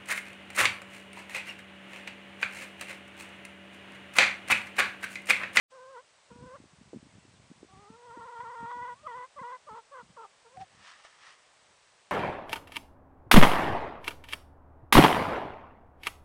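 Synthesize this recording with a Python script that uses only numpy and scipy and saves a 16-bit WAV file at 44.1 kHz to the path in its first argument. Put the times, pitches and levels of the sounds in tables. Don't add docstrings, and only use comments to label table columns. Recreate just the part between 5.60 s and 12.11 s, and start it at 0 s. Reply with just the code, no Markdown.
import sys
import numpy as np
from scipy import signal
from scipy.fft import rfft, irfft
from scipy.io import wavfile

SR = 44100
rng = np.random.default_rng(int(sys.argv[2]) if len(sys.argv) > 2 else 0)


def file_out(sig):
    cols = np.atleast_2d(sig).T
    lim = np.clip(cols, -1, 1)
    pcm = np.round(lim * 32767).astype(np.int16)
    wavfile.write(sys.argv[1], SR, pcm)


N = 287091
TIME = np.arange(N) / SR


def amp(db):
    return 10 ** (np.asarray(db) / 20)


def unit(x):
    return x / np.sqrt(np.mean(x ** 2) + 1e-20)


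def colour(points, hz):
    f, db = np.transpose(points)
    return amp(np.interp(np.log(hz + 1), np.log(f), db))


def tint(x, points):
    return unit(irfft(rfft(x) * colour(points, np.fft.rfftfreq(len(x), 1 / SR)), len(x)))


def curves(rows, t):
    s, *columns = np.transpose(rows)
    return [np.interp(t, s, c) for c in columns]


def wobble(size, hz):
    f = np.fft.rfftfreq(SR * 2, 1 / SR)
    slow = unit(irfft(rfft(rng.standard_normal(SR * 2)) / (1 + (f / hz) ** 4)))
    return slow[:size]


def held(start, length, rise_s, fade_s):
    return np.exp(-np.maximum(start - TIME, 0) / rise_s - np.maximum(TIME - start - length, 0) / fade_s)


def add(mix, s, sound):
    part = mix[max(round(s * SR), 0):][:len(sound)]
    part += sound[:len(part)]


# (frequency [Hz], relative level [dB])
AIR_COLOUR = [(18, -53), (30, -13.5), (261, -14), (339, -9), (523, -2.5), (619, -1.5), (715, -3),
              (806, -2.5), (1130, -2), (1210, -4.5), (2160, -5.5), (9340, -13), (12100, -9), (20500, -120)]
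# (frequency [Hz], level before trim [dB])
WHINE = [(7852, -82), (7882, -82)]


def background(air_db=-63, whine_trim_db=-2):
    whine = sum(np.sqrt(2) * amp(db + whine_trim_db) * np.sin(2 * np.pi * hz * TIME) for hz, db in WHINE)
    return amp(air_db) * tint(rng.standard_normal(N), AIR_COLOUR) + whine


# (time [s], length [s], pitch lift [Hz], effort lift [dB], added roughness [0-1])
CATCHES = [(0.367, 0.054, 0, 0, 0.11), (0.96, .04, 1.5, 0, 0.12), (2.553, 0.068, 48, -3, 0.07),
           (2.598, 0.0386, 21.5, -2, 0), (2.663, 0.049, 54.5, -4.5, 0.05), (2.709, 0.045, 45, -4.5, 0.01),
           (2.748, 0.044, 26.5, -2, 0.01), (2.808, 0.025, 27.5, 5, 0.03), (2.836, 0.051, 32, -2.5, 0),
           (2.906, 0.032, 32.5, -1.5, 0), (2.944, 0.037, 44, -3, 0), (3.116, 0.047, 16, 1.5, 0.31),
           (3.283, 0.027, 19, -1, 0.04), (3.471, 0.016, 4.5, 7.5, 0), (3.567, 0.047, 29, -0.5, 0),
           (3.816, 0.04, 68, -2.5, 0.02), (3.851, 0.022, -6, 1.5, 0), (3.928, 0.0465, 26.5, 0, 0),
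           (4.174, 0.031, 15, 2, 0), (4.393, 0.025, 7, 3, 0), (4.622, 0.016, 28, 1, 0.09)]


def catches(t):
    s, length, *lifts = np.transpose(CATCHES)
    bumps = np.cos(np.pi * np.clip((t - s[:, None]) / length[:, None], -.5, .5)) ** 2
    return np.array(lifts) @ bumps


# (frequency [Hz], relative level [dB])
CHEST_COLOUR = [(380, -11.5), (420, -4), (470, -1.5), (620, 0.5)]
THROAT_COLOUR = [(750, -12), (880, -11.5), (980, 2.5), (1130, -11.5), (1280, -9.5), (1420, -10.5),
                 (1560, -12.5), (1700, -31.5)]
BEAK_COLOUR = [(1600, -6), (2020, 1.5), (2200, -12.5), (2420, -19), (2900, -19.5), (3380, -16.5),
               (3900, -34.5), (5000, -37)]
RUSH_COLOUR = [(650, -38), (900, 0), (1070, -5.5), (1330, -6.5), (1550, -13), (1720, -43), (2000, -21.5),
               (2250, -22), (3300, -19), (5000, -38)]


def voice(t, hz, effort_db, rough, chest_db, upper_db, beak_db):
    waver, waver_hz, flutter_db = 0.012, 45, 1.12
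    jitter, shimmer, rasp_hz = 0.115, 0.13, 190
    easy_db, full_db = -52, -36.5
    attack_s, release_s = 0.0094, 0.023
    size = len(t)
    lift_hz, lift_db, lift_rough = catches(t)
    hz, effort_db, rough = hz + lift_hz, effort_db + lift_db, rough + lift_rough
    hz = hz * (1 + waver * wobble(size, waver_hz) + jitter * rough * wobble(size, rasp_hz))
    phase = 2 * np.pi * np.cumsum(hz) / SR
    order = np.arange(1, 9)[:, None]
    chest = amp(np.minimum(chest_db - 0.81 * (effort_db - easy_db), -1.2)) * colour(CHEST_COLOUR, hz)
    beak = amp(beak_db + 0.25 * (effort_db - full_db))
    throat_share = np.sqrt(np.maximum(1 - chest ** 2 - beak ** 2, .12))
    throat = colour(THROAT_COLOUR, order[1:3] * hz) * amp([[0], [upper_db]])
    throat = throat / np.linalg.norm(throat, axis=0) * throat_share
    heights = np.vstack([chest, throat, beak * colour(BEAK_COLOUR, order[3:] * hz)])
    flutter = amp(flutter_db * np.array([wobble(size, waver_hz) for _ in order]) * order / 2)
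    partials = heights * flutter * np.cos(order * phase)
    overtones = partials[1:].sum(0) * (1 + shimmer * rough * wobble(size, rasp_hz))
    side_tone = rough * wobble(size, waver_hz) * np.cos((2 + 1 / 3) * phase + wobble(size, waver_hz))
    air = 0.44 * rough * tint(rng.standard_normal(size), RUSH_COLOUR) * (1 + np.cos(phase))
    envelope = np.minimum((t - t[0]) / attack_s, 1) * np.minimum((t[-1] - t) / release_s, 1)
    return t[0], amp(effort_db) * envelope * (partials[0] + overtones + side_tone + air)


# (time [s], pitch [Hz], effort [dB])
MOANS = [
    [(.115, 521, -52), (.158, 535, -49.5), (.192, 498, -48.5), (.215, 518, -48), (.335, 538, -48),
     (.37, 459, -42.5), (.417, 550, -47)],
    [(.7, 561, -48), (.718, 451, -51.5), (.74, 486.5, -56), (.8, 490, -52), (.934, 511.4, -46),
     (.956, 599, -44), (.98, 447, -45)],
    [(4.89, 476, -66), (4.95, 539, -55), (4.98, 525, -50)],
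]


def moan(*points):
    t = np.arange(points[0][0], points[-1][0], 1 / SR)
    hz, effort_db = curves(points, t)
    beak_db = -11 + 2.7 * (effort_db - effort_db.max())
    return voice(t, hz, effort_db, rough=0.093, chest_db=3, upper_db=3, beak_db=beak_db)


# (time [s], length [s], start pitch [Hz], end pitch [Hz], level [dB])
WHISTLES = [(.12, .1, 5560, 5250, -79), (1.487, 0.057, 2250, 1980, -72), (1.576, 0.105, 2750, 2660, -75),
            (1.726, 0.062, 4360, 3060, -74), (3.335, 0.1, 994, 1287, -65)]


def whistle(s, length, start_hz, end_hz, db):
    size = round(length * SR)
    phase = 2 * np.pi * np.cumsum(np.linspace(start_hz, end_hz, size)) / SR
    return s, np.sqrt(2) * amp(db) * np.sin(phase) * signal.windows.tukey(size, .5)


# (time [s], level [dB], pitch [Hz])
KNOCKS = [(0.716, -46.5, 176), (0.761, -44.5, 205), (0.826, -41, 166), (0.84, -42, 225), (1.003, -45, 230),
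          (1.041, -48, 276), (1.136, -51, 140), (1.215, -45.5, 194), (1.333, -34.5, 352), (1.339, -38, 363),
          (1.347, -36.5, 236), (1.362, -35, 184), (1.371, -36.5, 210), (1.43, -48, 210), (1.468, -50, 227),
          (1.584, -45.5, 163), (1.653, -50, 270), (1.904, -46.5, 155), (1.916, -40.5, 218),
          (2.031, -38.5, 305), (2.048, -47, 305), (2.304, -40.5, 193), (2.574, -38.5, 285),
          (3.014, -50, 188), (3.03, -39, 196.1), (3.17, -48, 229), (3.229, -51.5, 217), (3.816, -42, 174),
          (4.132, -51.5, 196), (4.432, -51, 168), (4.504, -50, 140)]


def knock(s, db, hz, rise_cycles=0.32, fall_cycles=1.0):
    t = np.arange(-SR // 50, SR // 25) / SR
    cycles = t * hz
    swell = np.exp(-(cycles / np.where(t < 0, rise_cycles, fall_cycles)) ** 2)
    travel = swell * np.sin(2 * np.pi * cycles + rng.uniform(-0.9, 0.95))
    return s + t[0], amp(db) * np.gradient(travel, cycles) / (2 * np.pi)


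# (time [s], length [s], level before trim [dB])
GRIPS = [(0.722, 0.15, -59), (0.949, 0.11, -62), (1.129, 0.23, -67), (1.383, 0.085, -59.5),
         (1.534, 0.034, -58), (1.625, 0.24, -65), (1.964, 0.094, -65.5), (2.137, 0.072, -58.5),
         (2.321, 0.02, -59), (2.478, 0.025, -63), (2.594, .06, -65.5), (2.77, 0.11, -69),
         (3.005, 0.059, -59.5), (3.158, 0.077, -65.5), (3.292, 0.19, -71), (3.56, 0.023, -68),
         (3.792, 0.02, -61.5), (4.11, 0.026, -66), (4.414, 0.15, -70.5), (4.976, 0.053, -56),
         (5.128, 0.099, -69), (6.088, 0.03, -75)]
# (frequency [Hz], relative level [dB])
FUMBLE_COLOUR = [(25, -31), (60, -5), (110, 2), (200, -2.5), (300, -9.5), (450, -16.5), (800, -43)]


def fumble(slips_per_s=200, spread_db=4, rest_db=-85.5, trim_db=2):
    slips = (rng.random(N) < slips_per_s / SR) * rng.choice([-1, 1], N)
    strength = amp(spread_db * np.minimum(rng.exponential(1, N), 3))
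    shifts = sum(amp(db) * held(s, length, rise_s=.015, fade_s=.015) for s, length, db in GRIPS)
    return amp(trim_db) * (amp(rest_db) + shifts) * tint(slips * strength, FUMBLE_COLOUR)


# (time [s], pitch [Hz], effort [dB])
LONG_CALL = [(2.08, 387.6, -59.5), (2.18, 380.8, -54.5), (2.2, 414.7, -55), (2.277, 408.6, -52),
             (2.31, 450, -58), (2.353, 450.4, -50.5), (2.374, 478.6, -55.5), (2.488, 481, -47.5),
             (2.511, 456, -45.5), (2.76, 462.6, -40.5), (2.88, 462.3, -40), (2.97, 472, -40),
             (3.03, 464, -37.5), (3.161, 483.5, -38), (3.24, 489.7, -35), (3.348, 488.3, -38.5)]
# (time [s], roughness [0-1])
LONG_CALL_ROUGHNESS = [(2.45, 0.09), (2.6, 0.14), (2.8, 0.14), (3.06, 0.14), (3.145, 0.02), (3.33, 0.09)]


def long_call():
    t = np.arange(LONG_CALL[0][0], LONG_CALL[-1][0], 1 / SR)
    hz, effort_db = curves(LONG_CALL, t)
    rough, = curves(LONG_CALL_ROUGHNESS, t)
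    return voice(t, hz, effort_db, rough, chest_db=-1, upper_db=-1, beak_db=-15.5)


# (time [s], length [s], squeak [s], sag [s], squeak pitch [Hz],
# low pitch [Hz], recovered pitch [Hz], final pitch [Hz], effort [dB], upper throat [dB], beak [dB],
# final roughness [0-1])
CLUCKS = [(3.427, 0.2403, 0.041, 0.047, 633, 467.5, 481.4, 518.6, -38.8, -4, -14, 0.19),
          (3.759, 0.2163, 0.023, 0.054, 598.6, 467.6, 497, 499, -38.5, -3, -15, 0.16),
          (4.064, 0.15, .02, 0.0386, 604.4, 423, 468, 433, -43, -4.5, -19, 0.33),
          (4.309, 0.12, 0.022, 0.019, 560, 518, 483, 453, -44, 2.5, -18, 0.38),
          (4.562, 0.109, 0.0058, 0.0257, 610, 441.6, 432.4, 403, -44.5, 1, -34, 0.5),
          (4.844, 0.052, 0.0018, 0.0045, 501, 450, 457, 450, -53.5, 0, -27, 0)]


def cluck(start, length, squeak_s, sag_s, squeak_hz, low_hz, recovered_hz, final_hz,
          effort_db, upper_db, beak_db, final_rough):
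    rise_hz_per_s, swell_db_per_s, squeak_db = 960, 400, -1
    drop_s, recover_s, start_rough = 0.0128, 0.0299, 0.06
    t = np.arange(0, length, 1 / SR)
    turns = np.cumsum([0, squeak_s, drop_s, sag_s, recover_s])
    pitches = [squeak_hz - rise_hz_per_s * squeak_s, squeak_hz, 1.05 * low_hz, low_hz, recovered_hz]
    hz = np.interp(t, [*turns, max(length, turns[-1])], [*pitches, final_hz])
    push_db = np.interp(t, turns[:3], [squeak_db - swell_db_per_s * squeak_s, squeak_db, 0])
    rough = start_rough + (final_rough - start_rough) * (t / length) ** 1.18
    return voice(start + t, hz, effort_db + push_db, rough, chest_db=0, upper_db=upper_db, beak_db=beak_db)


# (time [s], relative level [dB], ring [Hz], t60 [s])
CLICKS = [(3.955, -66, 4760, .008), (4.972, -50, 1890, 0.0037), (5.014, -61, 2600, 0.012),
          (5.449, -59, 667, 0.034), (5.451, -54.5, 1290, 0.021)]


def click(s, db, hz, t60, crack_s=0.0036):
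    t = np.arange(SR // 10) / SR
    ring = np.sin(2 * np.pi * hz * t) * np.exp(-np.log(1000) * t / t60)
    crack = rng.standard_normal(len(t)) * np.exp(-t / crack_s)
    return s, amp(db) * (3.3 * ring + 0.5 * crack)


# (time [s], pitch [Hz], level [dB])
HOOT = [(4.96, 745, -66), (4.969, 730, -51), (4.976, 754, -42.5), (4.987, 725, -47.5), (5.002, 767, -49),
        (5.01, 775, -44), (5.024, 780, -39.5), (5.036, 753, -48), (5.046, 740, -61)]


def hoot(octave_db=-30, waver=0.01):
    t = np.arange(HOOT[0][0], HOOT[-1][0], 1 / SR)
    hz, db = curves(HOOT, t)
    phase = 2 * np.pi * np.cumsum(hz * (1 + waver * wobble(len(t), hz=120))) / SR
    return t[0], np.sqrt(2) * amp(db) * (np.sin(phase) + amp(octave_db) * np.sin(2 * phase))


# (time [s], length [s], level [dB])
STROKES = [(4.995, 0.043, -56), (5.215, 0.14, -53), (5.434, 0.042, -52), (5.587, .18, -53.5)]
# (frequency [Hz], relative level [dB])
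RUSTLE_COLOUR = [(250, -38), (650, -13.5), (900, -8), (1150, -1), (1330, -1.5), (1500, -7), (1800, 0.5),
                 (2300, -8), (2900, -6.5), (4200, -12.5), (5600, -12), (7500, -22), (9500, -22)]


def rustle(slips_per_s=14000, spread_db=2.5, raise_s=5.244, raise_db=-56.5):
    slips = (rng.random(N) < slips_per_s / SR) * rng.standard_normal(N)
    strength = amp(spread_db * np.minimum(rng.exponential(1, N), 4))
    strokes = sum(amp(db) * np.sin(np.pi * np.clip((TIME - s) / length, 0, 1)) for s, length, db in STROKES)
    rubbing = amp(raise_db) * held(raise_s, 0, rise_s=.09, fade_s=0.44)
    return np.hypot(strokes, rubbing) * tint(slips * strength, RUSTLE_COLOUR)


def scene():
    mix = background() + fumble() + rustle()
    add(mix, *long_call())
    add(mix, *hoot())
    events = [(moan, MOANS), (cluck, CLUCKS), (knock, KNOCKS), (click, CLICKS), (whistle, WHISTLES)]
    for source, table in events:
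        for row in table:
            add(mix, *source(*row))
    return mix[None]


def record(dry, edge_hz=9560):
    opened = amp(np.interp(TIME, [.06, .085, .1, .108], [-90, -35, -18, 0]))
    lowpass = signal.firwin(511, edge_hz, window=("kaiser", 9), fs=SR)
    return signal.oaconvolve(dry * opened, lowpass[None], "same")


dry = scene()
out = record(dry)
file_out(out)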